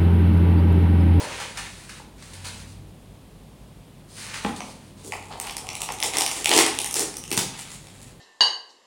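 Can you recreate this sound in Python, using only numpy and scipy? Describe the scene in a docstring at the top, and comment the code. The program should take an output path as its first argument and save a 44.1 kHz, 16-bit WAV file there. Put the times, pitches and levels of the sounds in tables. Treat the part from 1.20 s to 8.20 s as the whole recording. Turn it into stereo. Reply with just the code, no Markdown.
"""Fingers brush and tap a plastic food cup as it is turned, over a low hum in a small bare room.
The cup is set down on a wooden table, then its film lid is picked at, peeled off and laid aside.
The seal lets go in streams of tiny random fractures; the film buckles in sharp, short noise bursts.
Both ring the cup wall and the fractures drum the taut lid, each through a filter of its own colour.
Sliding skin is finer grain noise, the landing a set of decaying sines; echoes and a tail add the room."""
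import sys
import numpy as np
from scipy import signal
from scipy.fft import rfft, irfft
from scipy.io import wavfile
from scipy.ndimage import uniform_filter1d

SR = 44100
rng = np.random.default_rng(int(sys.argv[2]) if len(sys.argv) > 2 else 0)


def log_audio(samples):
    """Write samples as a 16-bit WAV file to the path given in sys.argv[1]."""
    # one column per channel
    frames = np.atleast_2d(samples).T
    # limit to full scale, then quantise
    limited = np.clip(frames, -1, 1)
    pcm = np.round(limited * 32767).astype(np.int16)
    wavfile.write(sys.argv[1], SR, pcm)


N = 308712
TIME = np.arange(N) / SR

# resonance of the cup wall: (frequency [Hz], relative gain [dB])
CUP_WALL_COLOUR = [(60, -35), (250, -14.5), (560, -5.5), (720, 2), (830, 8), (1000, 0.5), (1250, -2),
                   (1600, -16.5), (3000, -63)]
# drumming of the taut lid: (frequency [Hz], relative gain [dB])
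LID_COLOUR = [(60, -60), (150, -11), (210, -10), (270, 0), (350, 3), (430, 2), (560, -7), (800, -31),
              (2000, -42)]
# midrange of skin and cloth rubbing: (frequency [Hz], relative gain [dB])
RUB_MID_COLOUR = [(200, -41), (900, -2.5), (1500, 1.5), (2400, 2.5), (3500, -2.5), (4500, -7.5), (7000, -6),
                  (16000, -67)]
# hiss of skin and cloth rubbing: (frequency [Hz], relative gain [dB])
RUB_HISS_COLOUR = [(1500, -21), (4300, 0.5), (5500, -4.5), (7500, -3), (9300, -0.5), (11000, -10.5),
                   (13000, -22), (15500, -17)]
# the hand keeps the film taut between pulls: (from [s], to [s])
TAUT_SPAN = (3.9, 6.1)
# a fingernail works at the corner and scratches the rim: (from [s], to [s])
PICKING_SPAN = (4.1, 5.15)


def peel(attack_share=0.33, release_s=0.012, taut_crackle_db=-55, taut_bright_db=3, taut_lid_db=-58.5,
         picking_db=-49.5, uneven_db=3, slip_rate_hz=22, wall_spread_db=4.0):
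    """The seal gives way in a stream of fractures that tug at the film, the cup wall and the taut lid."""
    # each pull tears a stretch of the seal: (start [s], length [s], crackle level [dB],
    # treble over midrange [dB], cup wall level [dB], lid drumming level [dB])
    pulls = [(3.832, 0.051, -45, 15, -56, -46), (3.918, 0.036, -49.5, 11, -40, -57),
             (4.099, 0.033, -45.5, -21, -41.5, -63), (4.218, 0.058, -42.5, -6, -45, -69),
             (4.595, 0.044, -39.5, 10, -43.5, -71), (4.68, 0.061, -50.5, 3, -50, -51),
             (4.825, 0.039, -31, 40, -38, -40.5), (4.928, 0.051, -32, -3, -37, -40.5),
             (4.972, 0.049, -33, 9, -34.5, -45.5), (5.085, 0.12, -37, 5, -48, -49.5),
             (5.277, 0.058, -32, 7, -32, -34.5), (5.308, 0.061, -25.5, 6, -31, -28.5),
             (5.36, .055, -21, 1, -29.5, -36.5), (5.746, 0.032, -28.5, 6.5, -48, -41.5),
             (5.779, 0.046, -29.5, 8.5, -40, -36), (6.106, 0.037, -38, -7, -55, -42),
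             (6.18, .04, -33.5, 11, -42.5, -42)]
    start, length, level, bright, wall, lid = np.transpose(pulls)
    db, treble_db, wall_db, lid_db = gestures(
        start, length, attack_share, release_s, level, level + bright, wall, lid)
    film, fractures, density = crackle(db, treble_db - db)

    # between pulls the taut film creaks and drums faintly
    taut = during(TAUT_SPAN)
    creak = taut * crackle(taut_crackle_db, taut_bright_db, rate=800, least_rate=120)[0]

    # the nail catches and slips on the rim
    nail = undb(picking_db + uneven_db * walk(slip_rate_hz)) * during(PICKING_SPAN)

    # levels add by power
    wall_push = np.hypot(undb(wall_db), nail)
    lid_push = np.hypot(undb(lid_db), undb(taut_lid_db) * taut)
    cup = wall_push * ring(grains(2 * density, wall_spread_db, 0.024), response(CUP_WALL_COLOUR))
    drumming = lid_push * ring(fractures, response(LID_COLOUR))
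    return film + creak + cup + drumming


def crackle(db, bright_db, rate=1400, rate_at_db=-37.5, crowding=0.55, least_rate=250,
            spread_db=3.5, evening=0.09):
    """Fractures flex the film and tick; returns their sound, the fractures and their number per second."""
    # film flexing: (frequency [Hz], relative gain [dB])
    flex_colour = [(200, -45), (800, -7), (1400, -6), (2100, -5), (2900, -5), (3600, -6.5), (4500, -5.5),
                   (7000, -23.5), (16000, -70)]
    # film ticking: (frequency [Hz], relative gain [dB])
    tick_colour = [(1000, -45), (2500, -10), (4300, -3), (5600, -1.5), (7200, 5.5), (9000, 4.5),
                   (10500, 1.5), (13000, -14), (15500, -9)]
    # picking gives sparse, uneven crackles, a hard pull a dense, even rip
    force_db = db - rate_at_db
    density = np.maximum(rate * undb(crowding * force_db), least_rate)
    fractures = grains(density, spread_db - evening * np.maximum(force_db, 0), 0.046)
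    # each fracture flexes and ticks at once, but pushes either way
    ticks = fractures * rng.choice([-1, 1], N)
    flexing = ring(fractures, response(flex_colour))
    ticking = ring(ticks, response(tick_colour))
    return undb(db) * blend(flexing, ticking, bright_db), fractures, density


def snaps(decay_s=0.00053, kick=1.06, shiver=0.064, shiver_s=0.017, wall_db=-15, crease_scatter=0.06):
    """A crease flips through with a kick; the film flexes, ticks, shivers on and shakes the cup."""
    # the film buckles: (time [s], level [dB], treble over midrange [dB])
    buckles = [(3.4054, -10, -20), (3.9219, -4, -8.5), (4.2, -3, 10.5), (4.2727, -12, -14),
               (4.2963, -8, -12), (4.3677, -3, 5.5), (4.4895, -4.5, -8), (4.553, -5, 2.5),
               (4.6181, -1.5, 3), (4.6891, -7, -20), (4.722, -6, 7), (4.8024, -3.5, 1), (4.8272, 3.5, -10),
               (4.8346, -1, 9), (4.9366, -5, -4), (4.97, 3, 1), (4.9849, 5.5, 9), (5.0084, 4, 5),
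               (5.02, 2, 4), (5.0632, 3, .5), (5.1143, -4.5, 4), (5.245, 1, 2), (5.2581, 9, -4),
               (5.2931, 5, 0), (5.315, 8.5, -11), (5.3374, 5.5, -12), (5.3645, 5, 2), (5.3771, 8.5, 2),
               (5.3886, 10, -7), (5.4645, 4.5, 1.5), (5.482, -9, 9), (5.5886, 3.5, 0.5), (5.6165, -4, 12),
               (5.6449, -0.5, 9), (5.661, -4, 8), (5.7109, -4.5, 13), (5.7286, -6.5, 8), (5.742, 1.5, 11),
               (5.7567, -5, 24), (5.7945, 3.5, 30), (5.9687, -6, 17), (5.982, -30, 28), (6.1058, -11, 10),
               (6.1153, .5, 2.5), (6.1263, -4, 7), (6.1696, -1, 18), (6.1772, 4, 5), (6.392, -12, 4),
               (6.6704, -22, -3)]
    # a hard snap ticks: (frequency [Hz], relative gain [dB])
    tick_colour = [(1000, -66), (2500, -25), (4300, -9), (5800, 2.5), (7200, -1), (9000, 5), (11000, -3.5),
                   (13000, -10.5), (15500, -13)]
    # a crease rings briefly, before its pitch is scattered: (frequency [Hz], relative gain [dB])
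    flex_colour = [(200, -35), (800, -10), (1450, -19.5), (2100, -3), (2850, -1), (3500, -4), (4400, -11.5),
                   (5700, -5), (7200, -44), (16000, -57)]
    out, t = np.zeros(N), TIME[:SR // 100]
    tick, wall = response(tick_colour), response(CUP_WALL_COLOUR)
    envelope = np.exp(-t / decay_s) + shiver * np.exp(-t / shiver_s)
    for s, db, bright_db in buckles + small_snaps():
        pushes = kick * (t == 0) + rng.standard_normal((3, len(t))) * envelope
        # every crease has its own size, and so its own pitch
        pitch = np.exp(crease_scatter * rng.standard_normal())
        flex = response(np.array(flex_colour) * [pitch, 1])
        mid, treble, cup = (unit(signal.fftconvolve(p, r)) for p, r in zip(pushes, (flex, tick, wall)))
        add(out, s, undb(db) * (blend(mid, treble, bright_db) + undb(wall_db) * cup))
    return out


def small_snaps(count=30, db=-14, spread_db=2, bright_db=5, bright_spread_db=7):
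    """Lesser creases give way at random: (time [s], level [dB], treble over midrange [dB])."""
    when, size, colour = rng.uniform(-1, 1, (count, 3)).T
    first, last = PICKING_SPAN[0], TAUT_SPAN[1]
    s = first + (when + 1) / 2 * (last - first)
    return list(zip(s, db + spread_db * size, bright_db + bright_spread_db * colour))


def film_release():
    """The last of the seal rips and the film flaps free in coloured, dying noise bursts."""
    # rips: (time [s], level [dB], decay [s])
    rips = [(6.131, -4, 0.0013), (6.1754, 5.5, 0.0054), (6.188, -2, 0.011)]
    # flapping film: (frequency [Hz], relative gain [dB])
    flap_colour = [(40, -10), (110, 8.5), (200, 9), (330, -1), (520, -10), (1000, 1), (1900, -1), (3800, 3),
                   (6500, 3), (10000, -0.5), (13000, -12), (15500, -8)]
    out = np.zeros(N)
    for s, db, decay_s in rips:
        add(out, s, undb(db) * burst(decay_s, flap_colour))
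    return out


def lid_pops(decay_s=0.0034):
    """The taut lid pops as it slackens: short bursts through its drum resonance."""
    # pops: (time [s], level [dB])
    pops = [(5.361, 3), (5.385, 6), (5.408, -3), (5.764, -10), (5.804, -14), (6.116, -4)]
    out = np.zeros(N)
    for s, db in pops:
        add(out, s, undb(db) * burst(decay_s, LID_COLOUR))
    return out


def loose_film(attack_share=0.19, release_s=0.012):
    """The freed film crinkles on its own, with no cup or lid resonance."""
    # crinkles as it is laid aside: (start [s], length [s], level [dB], treble over midrange [dB])
    crinkles = [(6.326, 0.042, -46, -6), (6.367, 0.058, -42, 4), (6.44, 0.089, -48, -6),
                (6.492, 0.056, -46, 6), (6.513, 0.4, -56, 1), (6.812, 0.013, -48.5, 8)]
    start, length, level, bright = np.transpose(crinkles)
    db, treble_db = gestures(start, length, attack_share, release_s, level, level + bright)
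    return crackle(db, treble_db - db, rate=2300)[0]


def landing(slap_db=-4, slap_s=0.0042):
    """The cup lands and rocks flat: cup and table top ring as decaying sines under a slap of the base."""
    # contacts: (time [s], level [dB])
    contacts = [(3.2477, 3), (3.27, -19), (3.292, -7.5)]
    # modes of cup and table top: (frequency [Hz], relative level [dB], decay by 60 dB [s])
    modes = [(59, -15, 0.3), (97.6, -18, 0.28), (157, -12, 0.18), (210, 3, 0.075), (308, 1, 0.027),
             (385, 2.5, 0.028), (454, -4, 0.034), (594, 2.5, 0.014), (820, 4, 0.025), (878, -2.5, 0.081),
             (1010, -2.5, 0.023), (1534, -8, 0.026), (1920, -8, 0.028), (2500, -7, 0.011)]
    # slap of the cup base: (frequency [Hz], relative gain [dB])
    base_colour = [(100, -4), (500, -1), (1000, -2.5), (1900, -10), (2900, -10), (4000, -20), (7000, -32),
                   (15000, -42)]
    out, t = np.zeros(N), TIME[:SR // 4]
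    thud = np.zeros(len(t))
    for k, (hz, db, t60) in enumerate(modes):
        thud += (-1) ** k * undb(db - 60 * t / t60) * np.sin(2 * np.pi * hz * t)
    thud = unit(thud)
    for s, db in contacts:
        add(out, s, undb(db) * thud)
        add(out, s, undb(db + slap_db) * burst(slap_s, base_colour))
    return out


def finger_taps(decay_s=0.0037):
    """Fingers tap the cup wall: short bursts through its resonance."""
    # taps: (time [s], level [dB])
    taps = [(0.202, -12), (.377, -15.5), (0.799, -19.5), (3.406, -10.5), (3.922, -10.5), (4.69, -6),
            (4.827, -11)]
    out = np.zeros(N)
    for s, db in taps:
        add(out, s, undb(db) * burst(decay_s, CUP_WALL_COLOUR))
    return out


def rub(rate=7000, spread_db=3.0, attack_share=0.17, release_s=0.024):
    """Skin and cloth catch and slip very finely; the hollow of the cup colours it."""
    # fingers and sleeve slide as the cup is handled: (start [s], length [s], level [dB],
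    # treble over midrange [dB], hollow of the cup level [dB])
    strokes = [(-.02, 0.067, -36.5, -1.5, -35.5), (0.058, .18, -38.5, -6, -45),
               (0.242, 0.075, -45, -1, -53.5), (0.34, 0.13, -42.5, -3, -59), (0.46, 0.19, -49.5, 3.5, -63),
               (0.662, 0.13, -49, 0, -67), (0.954, 0.34, -50.5, 0, -61), (1.241, 0.034, -37.5, 4.5, -49),
               (1.297, .12, -48, 2.5, -58.5), (1.46, 0.062, -54.5, 8, -73), (2.877, .17, -51, 12, -73),
               (2.948, 0.18, -41, -3.5, -56), (3.131, 0.053, -37.5, -2, -54), (3.21, 0.087, -43, 1, -50),
               (3.324, 0.19, -50, 12, -52.5), (3.483, 0.21, -59.5, 2, -67), (3.757, 0.12, -54.5, 7, -64)]
    # hollow of the cup: (frequency [Hz], relative gain [dB])
    hollow_colour = [(150, -9), (330, 1), (470, 5.5), (560, 10), (700, 1), (950, 7), (1300, -7.5),
                     (2200, -6), (5000, -32.5)]
    start, length, level, bright, cup = np.transpose(strokes)
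    db, treble_db, cup_db = gestures(start, length, attack_share, release_s, level, level + bright, cup)
    colours = (RUB_MID_COLOUR, RUB_HISS_COLOUR, hollow_colour)
    mid, hiss, hollow = (ring(grains(rate, spread_db, 0.02), response(c)) for c in colours)
    return undb(db) * blend(mid, hiss, treble_db - db) + undb(cup_db) * hollow


def finger_brushes():
    """Quick brushes of fingers over the cup: dying noise with the colours of rubbing."""
    # brushes: (time [s], level [dB], decay [s], treble over midrange [dB])
    brushes = [(.2, -4, 0.04, -3), (.373, -2.5, 0.024, -3), (0.693, -10.5, 0.019, -4),
               (1.024, -19, 0.0089, 1), (1.134, -15, 0.017, 9), (1.245, -14.5, 0.06, -3),
               (3.141, -6, 0.012, -12), (3.362, -12.5, 0.015, 14)]
    out = np.zeros(N)
    for s, db, decay_s, bright_db in brushes:
        mid, hiss = burst(decay_s, RUB_MID_COLOUR), burst(decay_s, RUB_HISS_COLOUR)
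        add(out, s, undb(db) * blend(mid, hiss, bright_db))
    return out


def room(sound, direct_db, room_db, turn_rate_hz=18, turn_rad=1.63):
    """Direct sound and shifting reflections, alike in both channels but for a diffuse part."""
    # colour of the stereo difference in the diffuse sound, near mono in the bass and at the top:
    # (frequency [Hz], gain [dB])
    side_colour = [(100, -25), (300, -33), (800, -13), (2500, -13), (6000, -17), (9500, -11),
                   (11500, -11.5), (13500, -38)]
    # the source moves, so the mix of two reflection sets keeps changing
    angle = turn_rad * walk(turn_rate_hz)
    sent = undb(room_db) * sound
    reflected = ring(sent * np.cos(angle), reflections()) + ring(sent * np.sin(angle), reflections())
    side = tint(ring(sound, room_tail(TIME[:SR])), side_colour)
    return undb(direct_db) * sound + reflected + np.outer([1, -1], side)


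def reflections(tail_db=-1.64, smear_s=0.0012):
    """Scattered early echoes and the tail, from one spot in the room."""
    # echoes off ceiling and walls: (delay [s], level [dB])
    echoes = [(0.0128, -8), (.015, -12.5), (0.019, -15.5), (0.028, -25)]
    t = TIME[:SR]
    paths = undb(tail_db) * room_tail(t)
    for s, db in echoes:
        scatter = rng.standard_normal(SR // 100) * np.exp(-t[:SR // 100] / smear_s)
        add(paths, s, undb(db) * unit(scatter))
    return paths


def room_tail(t, onset_s=0.01):
    """Diffuse reverberation of unit energy; the treble dies first."""
    # reverberation: (frequency [Hz], decay by 60 dB [s])
    decay_times = [(150, 0.72), (700, 0.57), (3000, 0.53), (8000, 0.42), (15000, 0.3)]
    noise, hz = rfft(rng.standard_normal(len(t))), np.fft.rfftfreq(len(t), 1 / SR)
    edges_hz = [0, 300, 1200, 4000, 7000, 11000, SR]
    tail = np.zeros(len(t))
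    for low, high in zip(edges_hz, edges_hz[1:]):
        band = irfft(noise * ((hz >= low) & (hz < high)), len(t))
        tail += band * undb(-60 * t / on_log_axis(decay_times, (low + high) / 2))
    return unit(tail * (t > onset_s))


def room_air(level_db=-48.5):
    """Steady room air: coloured noise, with a second noise in opposite sign on the two channels."""
    # room air: (frequency [Hz], relative gain [dB])
    air_colour = [(20, -23.5), (45, -1), (75, -30), (130, 2.5), (200, -2.5), (300, -8), (450, -11),
                  (800, -16), (1050, -18.5), (1400, -25.5), (3400, -25), (6000, -32.5), (9500, -29),
                  (13000, -37), (15500, -37.5)]
    # stereo difference of the air: (frequency [Hz], gain [dB])
    air_difference = [(60, -8), (110, -18.5), (200, -10.5), (380, -3), (700, -1), (1290, 1.5), (2380, -1),
                      (4400, -4.5), (8120, -8.5), (15000, -22)]
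    air, side = (ring(rng.standard_normal(N), response(air_colour)) for _ in range(2))
    return undb(level_db) * (air + np.outer([1, -1], tint(side, air_difference)))


def rumble_level():
    """Level of the low rumble over time in dB, joined by straight lines."""
    # low rumble as the cup is handled, swelling and sinking: (time [s], level [dB])
    levels = [(0, -55), (.5, -49), (.66, -57), (1.1, -52), (1.4, -45), (1.9, -53), (2.8, -57.5), (4, -56),
              (7, -58)]
    s, db = np.transpose(levels)
    return np.interp(TIME, s, db)


def low_rumble():
    """Low rumble as the cup is handled: noise with a bass colour that swells and sinks."""
    # rumble: (frequency [Hz], relative gain [dB])
    rumble_colour = [(20, -38), (50, 6), (75, -7.5), (105, -15.5), (160, -3), (250, -13.5), (1000, -50)]
    return undb(rumble_level()) * ring(rng.standard_normal(N), response(rumble_colour))


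def wavering_hum(waver_db=3.0, drift_hz=2.17, follow=0.76):
    """Low sines that waver in level and pitch and swell with the rumble."""
    # hum, before wavering: (frequency [Hz], level [dB])
    tones = [(54, -55.5), (96.4, -50.5)]
    rumble_db = rumble_level()
    swell_db = follow * (rumble_db - rumble_db.mean())
    out = np.zeros(N)
    for hz, db in tones:
        gain = undb(db + swell_db + waver_db * walk(7))
        phase = 2 * np.pi * np.cumsum(hz + drift_hz * walk(8.3)) / SR
        out += gain * np.sin(phase)
    return out


def undb(db):
    """Decibels to gain."""
    return 10 ** (np.asarray(db) / 20)


def unit(x):
    """Scale to an energy of 1."""
    return x / np.sqrt(np.sum(x ** 2))


def on_log_axis(points, hz):
    """Read (Hz, value) points at any frequency."""
    f, value = np.transpose(points)
    return np.interp(np.log(np.maximum(hz, 1)), np.log(f), value)


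def ring(x, impulse_response):
    """Pass a sound through an impulse response."""
    return signal.oaconvolve(x, impulse_response)[:N]


def response(points, size=4096):
    """Causal impulse response of unit energy with the given colour."""
    # folding the cepstrum forward in time gives minimum phase
    gain = undb(on_log_axis(points, np.fft.rfftfreq(size, 1 / SR)))
    cepstrum = irfft(np.log(gain))
    cepstrum[1:size // 2] *= 2
    cepstrum[size // 2 + 1:] = 0
    return unit(irfft(np.exp(rfft(cepstrum))))


def tint(x, points):
    """Apply a (Hz, dB) gain curve."""
    gain = undb(on_log_axis(points, np.fft.rfftfreq(len(x), 1 / SR)))
    return irfft(rfft(x) * gain, len(x))


def add(track, s, sound):
    """Mix a short sound in at a time in seconds."""
    start = int(np.clip(s * SR, 0, N - 1))
    track[start:start + len(sound)] += sound[:N - start]


def walk(rate_hz):
    """Slow chance: random levels held for 1 / rate_hz seconds and smoothed twice, with a spread of 1."""
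    k = max(int(SR / rate_hz), 1)
    held = np.repeat(rng.standard_normal(N // k + 1), k)
    slewed = uniform_filter1d(uniform_filter1d(held, k), k)[:N]
    return slewed / slewed.std()


def grains(rate, spread_db, steady_s):
    """Random tiny impulses (rate per second), many small and a few large, at a running rms near 1."""
    size = undb(spread_db * np.minimum(rng.exponential(size=N), 4))
    clicks = (rng.random(N) < rate / SR) * size * rng.choice([-1, 1], N)
    power = np.abs(uniform_filter1d(clicks ** 2, int(steady_s * SR)))
    return clicks / np.sqrt(power + 1e-6)


def burst(decay_s, points):
    """Dying noise with a colour, of unit energy."""
    t = TIME[:SR // 16]
    return unit(signal.fftconvolve(rng.standard_normal(len(t)) * np.exp(-t / decay_s), response(points)))


def blend(mid, treble, bright_db):
    """Share the energy between a midrange and a treble part."""
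    ratio = undb(bright_db)
    return (mid + ratio * treble) / np.sqrt(1 + ratio ** 2)


def during(span, fade_s=0.02):
    """1 inside a span of time, fading at its ends."""
    return np.clip(np.minimum(TIME - span[0], span[1] - TIME) / fade_s + 0.5, 0, 1)


def gestures(start, length, attack_share, release_s, *levels_db):
    """Hand movements swell in (long ones slowly), hold and die away; powers add to a dB curve per level."""
    t = TIME[::64]
    age, length = t - start[:, None], length[:, None]
    rise = 0.5 + 0.5 * np.tanh(2 * age / (attack_share * length) - 1)
    shapes = rise * np.exp(-np.maximum(age - length, 0) / release_s)
    powers = [undb(db) ** 2 @ shapes ** 2 for db in levels_db]
    return [np.interp(TIME, t, 10 * np.log10(power + 1e-12)) for power in powers]


def scene():
    """Film, cup and hands each reach the microphone by their own paths through the room."""
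    tearing = room(peel() + loose_film(), direct_db=0.5, room_db=-0.14)
    snapping = room(snaps(), direct_db=0.0, room_db=-0.13)
    knocks = finger_taps() + lid_pops() + film_release() + landing()
    knocking = room(knocks, direct_db=2.0, room_db=0.0)
    rubbing = room(rub() + finger_brushes(), direct_db=0, room_db=-1.5)
    background = room_air() + low_rumble() + wavering_hum()
    return tearing + snapping + knocking + rubbing + background


def record(dry):
    """The input clips at full scale, then a steep lowpass cuts the top above 16.1 kHz."""
    lowpass = signal.ellip(10, 0.2, 80, 16100, fs=SR, output="sos")
    return signal.sosfilt(lowpass, np.clip(dry, -1, 1))


dry = scene()
out = record(dry)
log_audio(out)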